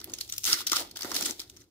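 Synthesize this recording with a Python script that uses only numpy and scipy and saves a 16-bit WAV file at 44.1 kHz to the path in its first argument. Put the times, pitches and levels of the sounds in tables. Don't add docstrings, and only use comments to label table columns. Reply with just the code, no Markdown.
import sys
import numpy as np
from scipy import signal
from scipy.fft import rfft, irfft, next_fast_len
from scipy.io import wavfile
from scipy.ndimage import map_coordinates

SR = 44100
rng = np.random.default_rng(int(sys.argv[2]) if len(sys.argv) > 2 else 0)


def store_pcm(level_fs):
    pcm = np.round(np.clip(level_fs, -1, 1) * 32767).astype(np.int16)
    wavfile.write(sys.argv[1], SR, np.atleast_2d(pcm).T)


def convert_level_to_amplitude(level_db):
    exponent = np.asarray(level_db, float) / 20
    return 10 ** exponent


N = 74970

# centre_hz, width_hz, level_db
POUCH_MODES = [(930, 1020, -8.5), (1345, 382, 1), (2055, 490, -2)]
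FILM_SHARED = 0.21
FOLD_WIDTH = 0.39
FILM_TOP_HZ = 15900


def unit(x):
    return x / np.sqrt(np.mean(x ** 2) + 1e-20)


def along(points, hz):
    point_hz, value = np.transpose(points)
    return np.interp(np.log(hz + 1), np.log(point_hz + 1), value)


def curves(rows):
    seconds, *columns = np.transpose(sorted(rows))
    return [np.interp(np.arange(N) / SR, seconds, column) for column in columns]


def wobble(knots_per_s):
    knots = rng.standard_normal(int(N * knots_per_s / SR) + 4)
    return map_coordinates(knots, [np.arange(N) * knots_per_s / SR])


def filtered(x, response):
    n = x.shape[-1]
    size = next_fast_len(n + 4096)
    return irfft(rfft(x, size) * response(np.fft.rfftfreq(size, 1 / SR)), size)[..., :n]


def resonances(modes):
    def response(f):
        total = 0
        for k, (centre, width, db) in enumerate(modes):
            damping = 1j * f * width
            total = total + (-1) ** k * convert_level_to_amplitude(db) * damping / (centre * centre - f * f + damping)
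        return total
    return response


def pair(n, share):
    noise, share = rng.standard_normal((3, n)), np.clip(share, 0, 1)
    return np.sqrt(share) * noise[0] + np.sqrt(1 - share) * noise[1:]


def film(f):
    # hz, level_db
    film_colour = [(900, -23), (1600, -20), (2300, -12.5), (3500, -3), (5400, -3.5), (8700, -11),
                   (15600, -10), (16000, -56)]
    return convert_level_to_amplitude(along(film_colour, f))


def thin(f):
    return (1j * f / (2400 + 1j * f)) ** 2


def pouch(f, modes=POUCH_MODES):
    pan_db = 2 * np.array([[-1], [1]])
    return resonances(modes)(f) ** 2 * convert_level_to_amplitude(pan_db)


def pooled(x):
    return x + 0.65 * x.mean(axis=0)


def snaps():
    # start_s, peak_db, pitch_hz,
    # hollow_db (ring of the pouch)
    crease_snaps = [(0.0142, -33, 4420, -13.5), (0.0432, -23.5, 11940, -46), (0.0977, -33, 4720, -64),
                    (0.104, -39.5, 7200, -12.5), (0.1197, -35, 7400, -36), (0.139, -21.5, 6670, -32),
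                    (0.1865, -23.5, 4700, -31), (0.2074, -26, 5700, -29.5), (0.211, -15, 4260, -45.5),
                    (0.278, -36.5, 7300, -36), (0.29, -42, 4700, -42), (0.299, -26, 12500, -32),
                    (0.325, -18.5, 6150, -33), (0.3364, -28, 7750, -22), (0.364, -32, 5860, -41.5),
                    (0.3818, -20, 10900, -42.5), (0.3917, -32.5, 7650, -38.5), (0.4362, -25.5, 5250, -30),
                    (0.442, -13.5, 5460, -35.5), (0.4523, -12.5, 5700, -27.5), (0.4754, -17, 4750, -13),
                    (0.5006, -13.5, 3500, -32), (0.5154, -18, 10400, -13), (0.528, -21, 5180, -20),
                    (0.5303, -6.5, 4930, -24), (0.5732, -23, 5260, -15), (0.6046, -30, 4900, -2.5),
                    (0.6156, -21, 3450, -17.5),
                    (0.6676, -20, 5500, -35), (0.6719, -14.5, 11500, -26), (0.698, -16.5, 5070, -29),
                  (0.718, -15, 7060, -18.5), (0.7189, -8.5, 4960, -20), (0.7313, -8.5, 5260, -11),
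                  (0.7462, -26.5, 11600, -3.5), (0.7608, -10.5, 5070, -16), (0.7671, -9, 4700, -16),
                  (0.796, -26, 4900, -11), (0.9129, -30.5, 4260, -39), (0.961, -28, 5100, -12),
                  (0.9707, -22, 3080, -41), (0.9915, -26.5, 11200, -13.5), (1.0092, -21.5, 4900, -16),
                  (1.021, -26.5, 4360, -34), (1.0316, -20, 5600, -19), (1.0467, -22, 4330, -5.5),
                  (1.0534, -27, 3350, -5), (1.117, -17, 5140, -6.5),
                    (1.1446, -33, 12000, -16), (1.1526, -20, 9900, -16), (1.1649, -12.5, 4130, -20),
                  (1.2102, -20.5, 5500, -13.5), (1.225, -14, 5330, -24), (1.255, -22, 5230, -35),
                  (1.2587, -13, 8200, -28), (1.2617, -11, 6200, -27.5), (1.3093, -28, 5270, -18.5),
                  (1.3962, -26, 7500, -31), (1.4028, -31.5, 4680, -22), (1.417, -28.5, 3390, -22),
                  (1.4988, -28, 6270, -33), (1.5655, -39.5, 5600, -24), (1.5704, -35, 5600, -21),
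                  (1.619, -43.5, 6230, -27.5)]
    # centre_hz, width_hz, level_db
    slack_modes = [(816, 910, -4.5), (1420, 1100, -2)]
    flap_open_s = 0.9
    t60_s, rattle_t60_s, rattle_db = 0.012, 0.035, -5
    lead_s, lead_db = 0.002, -3

    out, ahead = np.zeros((2, N + SR)), round(0.008 * SR)
    t = (np.arange(round(0.07 * SR)) - ahead) / SR
    after = np.maximum(t, 0)
    decay = convert_level_to_amplitude(-60 * after / t60_s) + convert_level_to_amplitude(rattle_db - 60 * after / rattle_t60_s)
    strain = convert_level_to_amplitude(lead_db) * np.exp(np.minimum(t, 0) / lead_s)
    shape = np.where(t < 0, strain, decay)
    for start, db, hz, hollow_db in crease_snaps:
        burst = pair(len(t), FILM_SHARED) * shape
        burst[:, ahead] += convert_level_to_amplitude(13) * np.sign(burst[0, ahead])
        fold = resonances([(hz, FOLD_WIDTH * hz, -1)])
        crack = filtered(burst, lambda f: film(f) + fold(f) ** 2 * thin(f) * (f < FILM_TOP_HZ))
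        modes = POUCH_MODES[:2] if start < flap_open_s else slack_modes
        ring = filtered(pooled(burst), lambda f: pouch(f, modes))
        both = crack / np.abs(crack).max(axis=1, keepdims=True)
        both = both + convert_level_to_amplitude(hollow_db + 2) * ring / np.abs(ring).max()
        out[:, round(start * SR) - ahead:][:, :len(t)] += convert_level_to_amplitude(db - 1) * both
    return out[:, :N]


def cracks():
    # start_s, peak_db, pitch_hz
    dry_cracks = [(.0155, -30.5, 3830), (.0434, -21.5, 11200), (.0748, -42, 2470), (.1196, -37, 5850),
                  (.15, -32, 5700), (.1878, -33, 5700), (.2063, -34, 6800), (.3242, -16.5, 5860),
                  (.3813, -20.5, 14000), (.3815, -18.5, 5280), (.4422, -17.5, 6000), (.4532, -14.5, 6100),
                  (.4748, -21, 6200), (.484, -21, 13400), (.4914, -21, 5760), (.5305, -3, 4940),
                  (.542, -18, 5300), (.7311, -14, 5100), (.8747, -40, 3600), (.8972, -43, 5500),
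                  (1.0214, -28.5, 4430), (1.0314, -19, 5470), (1.1068, -27, 4560), (1.1523, -16, 5070),
                  (1.2103, -14.5, 6540), (1.2375, -21.5, 5200), (1.3094, -16, 5760), (1.395, -24.5, 3660),
                  (1.402, -21, 4760), (1.478, -46, 3700), (1.605, -43, 6800), (1.6177, -42.5, 6000)]
    t60_s, width, shared = 0.0037, 0.52, 0.3

    out, t = np.zeros((2, N + SR)), np.arange(round(0.02 * SR)) / SR
    for start, db, hz in dry_cracks:
        burst = pair(len(t), shared) * convert_level_to_amplitude(-60 * t / t60_s)
        fold = resonances([(hz, width * hz, 0)])
        crack = filtered(burst, lambda f: 0.4 * film(f) + fold(f) ** 2 * thin(f) * (f < FILM_TOP_HZ))
        out[:, round(start * SR):][:, :len(t)] += convert_level_to_amplitude(db) * crack / np.abs(crack).max(axis=1, keepdims=True)
    return out[:, :N]


def rips():
    # start_s, length_s, level_db, pitch_hz
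    short_rips = [(0, 0.0043, -43, 5540), (.1355, 0.0035, -29, 6300), (.29, 0.011, -39.5, 5930),
                  (0.335, 0.0081, -40, 5800), (0.363, .007, -49, 11800), (0.378, 0.0081, -41, 7600),
                  (0.462, 0.0043, -28, 12400), (.5255, 0.0027, -20, 5200), (0.607, .004, -41.5, 9900),
                  (.667, 0.007, -25, 5600), (0.674, 0.01, -32.5, 4960), (0.689, 0.0057, -39, 4970),
                  (.717, 0.0032, -23.5, 7150), (0.956, 0.0067, -41.5, 5000), (1.0194, 0.0042, -31.5, 4600),
                  (1.1416, 0.007, -29.5, 6000), (1.248, .005, -31, 4630), (1.261, 0.0029, -32, 7400),
                  (1.298, .004, -37.5, 7000), (1.608, 0.007, -54.5, 5700)]
    edge_s, rough_db = 0.0019, 0

    out, t = np.zeros((2, N + SR)), np.arange(round(0.03 * SR)) / SR
    rough = convert_level_to_amplitude(rough_db * wobble(900))
    for start, length, db, hz in short_rips:
        fold = resonances([(hz, FOLD_WIDTH * hz, -1)])
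        rush = filtered(pair(len(t), FILM_SHARED), lambda f: film(f) + fold(f) ** 2 * (f < FILM_TOP_HZ))
        shape = np.minimum(t / edge_s, 1) * np.exp(-np.maximum(t - length, 0) / edge_s)
        out[:, round(max(start, 0) * SR):][:, :len(t)] += convert_level_to_amplitude(db) * unit(rush) * shape
    return out[:, :N] * rough


def grains(per_s):
    spread_db, largest, t60_s, hiss_db, clump_db = 1.5, 1.3, 0.0032, 3, 1.5
    sizes_db = spread_db * np.minimum(rng.exponential(size=N), largest)
    creases = (rng.random(N) < per_s / SR) * convert_level_to_amplitude(sizes_db)
    decay = convert_level_to_amplitude(-60 * np.arange(SR // 50) / SR / t60_s)
    gate = unit(np.convolve(creases, decay)[:N]) + convert_level_to_amplitude(hiss_db)
    return unit(pair(N, FILM_SHARED) * gate * convert_level_to_amplitude(clump_db * wobble(59.82)))


def crinkle():
    # start_s, effort_db, open_db (pouch)
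    fidgeting = [(0, -59, -1), (.1, -58.5, -9), (.2, -47.5, -22), (.23, -46.5, -47), (.28, -55.5, -45.5),
                 (.34, -52.5, -6.5), (.4, -58.5, -25.5)]
    # start_s, effort_db, open_db (pouch)
    long_pulls = [
        [(.432, -51, -47), (.465, -29.5, -11), (.5, -29.5, -9), (.545, -31, -9.5), (.59, -37.5, -13.5),
         (.62, -38.5, -19), (.66, -57, -9), (.7, -45, -8)],
        [(.714, -41, -20), (.722, -33.5, -11), (.77, -30, -18.5), (.8, -31.5, -13.5), (.85, -51, -11),
         (.9, -55, -26), (.95, -62, -34)],
        [(.96, -47.5, -12.5), (1.04, -46.5, -7), (1.06, -45.5, -8), (1.138, -44, -7), (1.15, -35, -14),
         (1.24, -37.5, -14.5), (1.31, -37, -11), (1.33, -50.5, -42)],
        [(1.378, -54, -26), (1.392, -50, -20), (1.397, -40, -18), (1.44, -58.5, -12), (1.49, -64, -18),
         (1.62, -64, -7), (1.7, -68, -18)],
    ]
    # start_s, treble_db
    tautness = [(.2, -1), (.3, 2.5), (.42, 10.5), (.47, 3.5), (.62, -2.5), (.7, -3), (.74, -5.5), (.82, 2),
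                (.92, -7.5), (1.05, 2), (1.38, 0.5)]
    effort_db, open_db = curves(fidgeting + [row for pull in long_pulls for row in pull])
    taut_db, = curves(tautness)

    def dull(f):
        return 1 / np.sqrt(1 + (f / 4900) ** 8)

    def sharp(f):
        return np.sqrt(1 - dull(f) ** 2)

    wide = grains(900)
    split = filtered(grains(620), dull) + filtered(grains(980), sharp)
    bright = unit(filtered(wide + convert_level_to_amplitude(-19) * split, film))
    hollow = unit(filtered(pooled(0.45 * wide + grains(300)), pouch))
    low = filtered(bright, dull)
    bright = low + convert_level_to_amplitude(taut_db) * (bright - low)
    return convert_level_to_amplitude(effort_db) * (bright + convert_level_to_amplitude(open_db) * hollow)


def fingers():
    # start_s, level_db, scrape_db (over the level)
    grip = [(0, -52.5, -11), (.05, -63, -12), (.078, -49, -14), (.17, -58, -12), (.3, -66, -5),
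            (.44, -69.5, -13), (.485, -49, -4.5), (.56, -54.5, -11), (.65, -58.5, -17.5),
            (.73, -54.5, -10.5), (.81, -51.5, 10), (.9, -60.5, -10.5), (1.02, -60.5, -1.5),
            (1.05, -46.5, -0.5), (1.3, -46, -4), (1.35, -63, -4), (1.6, -63.5, -17), (1.7, -63, -10.5)]
    # start_s, peak_db
    thuds = [
        (0.0749, -34),
        (.482, -31.5),
        (0.533, -29),
        (0.7178, -22),
        (1.046, -19),
        (1.1165, -46),
        (1.393, -33.5),
    ]
    # centre_hz, width_hz, level_db
    bar_modes = [(236, 95, -7), (293.6, 71.6, 1.5), (365, 110.4, -2.5)]
    skin_modes = [(559, 510, 0.35), (920, 550, 0.67)]
    grip_db, scrape_db = curves(grip)

    rub = convert_level_to_amplitude(1.35 * wobble(70))
    creep = unit(filtered(pair(N, 0.92) * rub, resonances(bar_modes)))
    rasp = pair(N, 0.56) * rub * convert_level_to_amplitude(2.8 * wobble(140))
    scrape = unit(filtered(rasp, lambda f: resonances(skin_modes)(f) ** 2))
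    blows = np.zeros(N)
    for start, db in thuds:
        blows[round(start * SR)] = convert_level_to_amplitude(db + 33.5)

    def soft_blow(f):
        return resonances(bar_modes)(f) / (1 + 1j * f / 500) + convert_level_to_amplitude(-22) * resonances(skin_modes)(f)

    return convert_level_to_amplitude(grip_db) * (creep + convert_level_to_amplitude(scrape_db) * scrape) + filtered(blows, soft_blow)


def room(x):
    # hz, t60_s
    decay_times = [(200, 0.19), (2000, 0.32), (12000, 0.13)]
    hz, t, noise = signal.stft(rng.standard_normal((2, SR // 3)), SR, nperseg=256)
    decay = convert_level_to_amplitude(-60 * t / along(decay_times, hz)[:, None])
    tail = signal.istft(noise * decay, SR, nperseg=256)[1]
    return signal.fftconvolve(x, tail / np.linalg.norm(tail[0]), axes=1)[:, :N]


def hum():
    # hz, level_db (per Hz)
    hum_colour = [(24, -34), (40, -4), (86, 2), (113, 0), (140, -10), (190, -7.5), (250, -42.5),
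                  (420, -120)]
    return convert_level_to_amplitude(-62.5) * unit(filtered(pair(N, 0.93), lambda f: convert_level_to_amplitude(along(hum_colour, f))))


def scene():
    # start_s, lean_db (left over right)
    lean = [(.25, -0.5), (.33, 3), (.46, 3), (.52, -2), (.7, 0.7)]
    lean_db, = curves(lean)
    lag_s = np.array([[0], [0.0001]])
    folds = snaps() + cracks() + rips()
    near = folds * convert_level_to_amplitude(lean_db * np.array([[0.5], [-0.5]])) + crinkle() + fingers()
    near = filtered(near, lambda f: np.exp(-2j * np.pi * f * lag_s))
    return near + convert_level_to_amplitude(-13.5) * room(near) + hum()


def low_pass(x):
    return signal.sosfilt(signal.butter(12, 16980, fs=SR, output="sos"), x)


def record(dry):
    left_s = (N - np.arange(N)) / SR
    mix = dry * np.clip(left_s / 0.08, 0.3, 1)
    return low_pass(mix)


dry = scene()
out = record(dry)
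store_pcm(out)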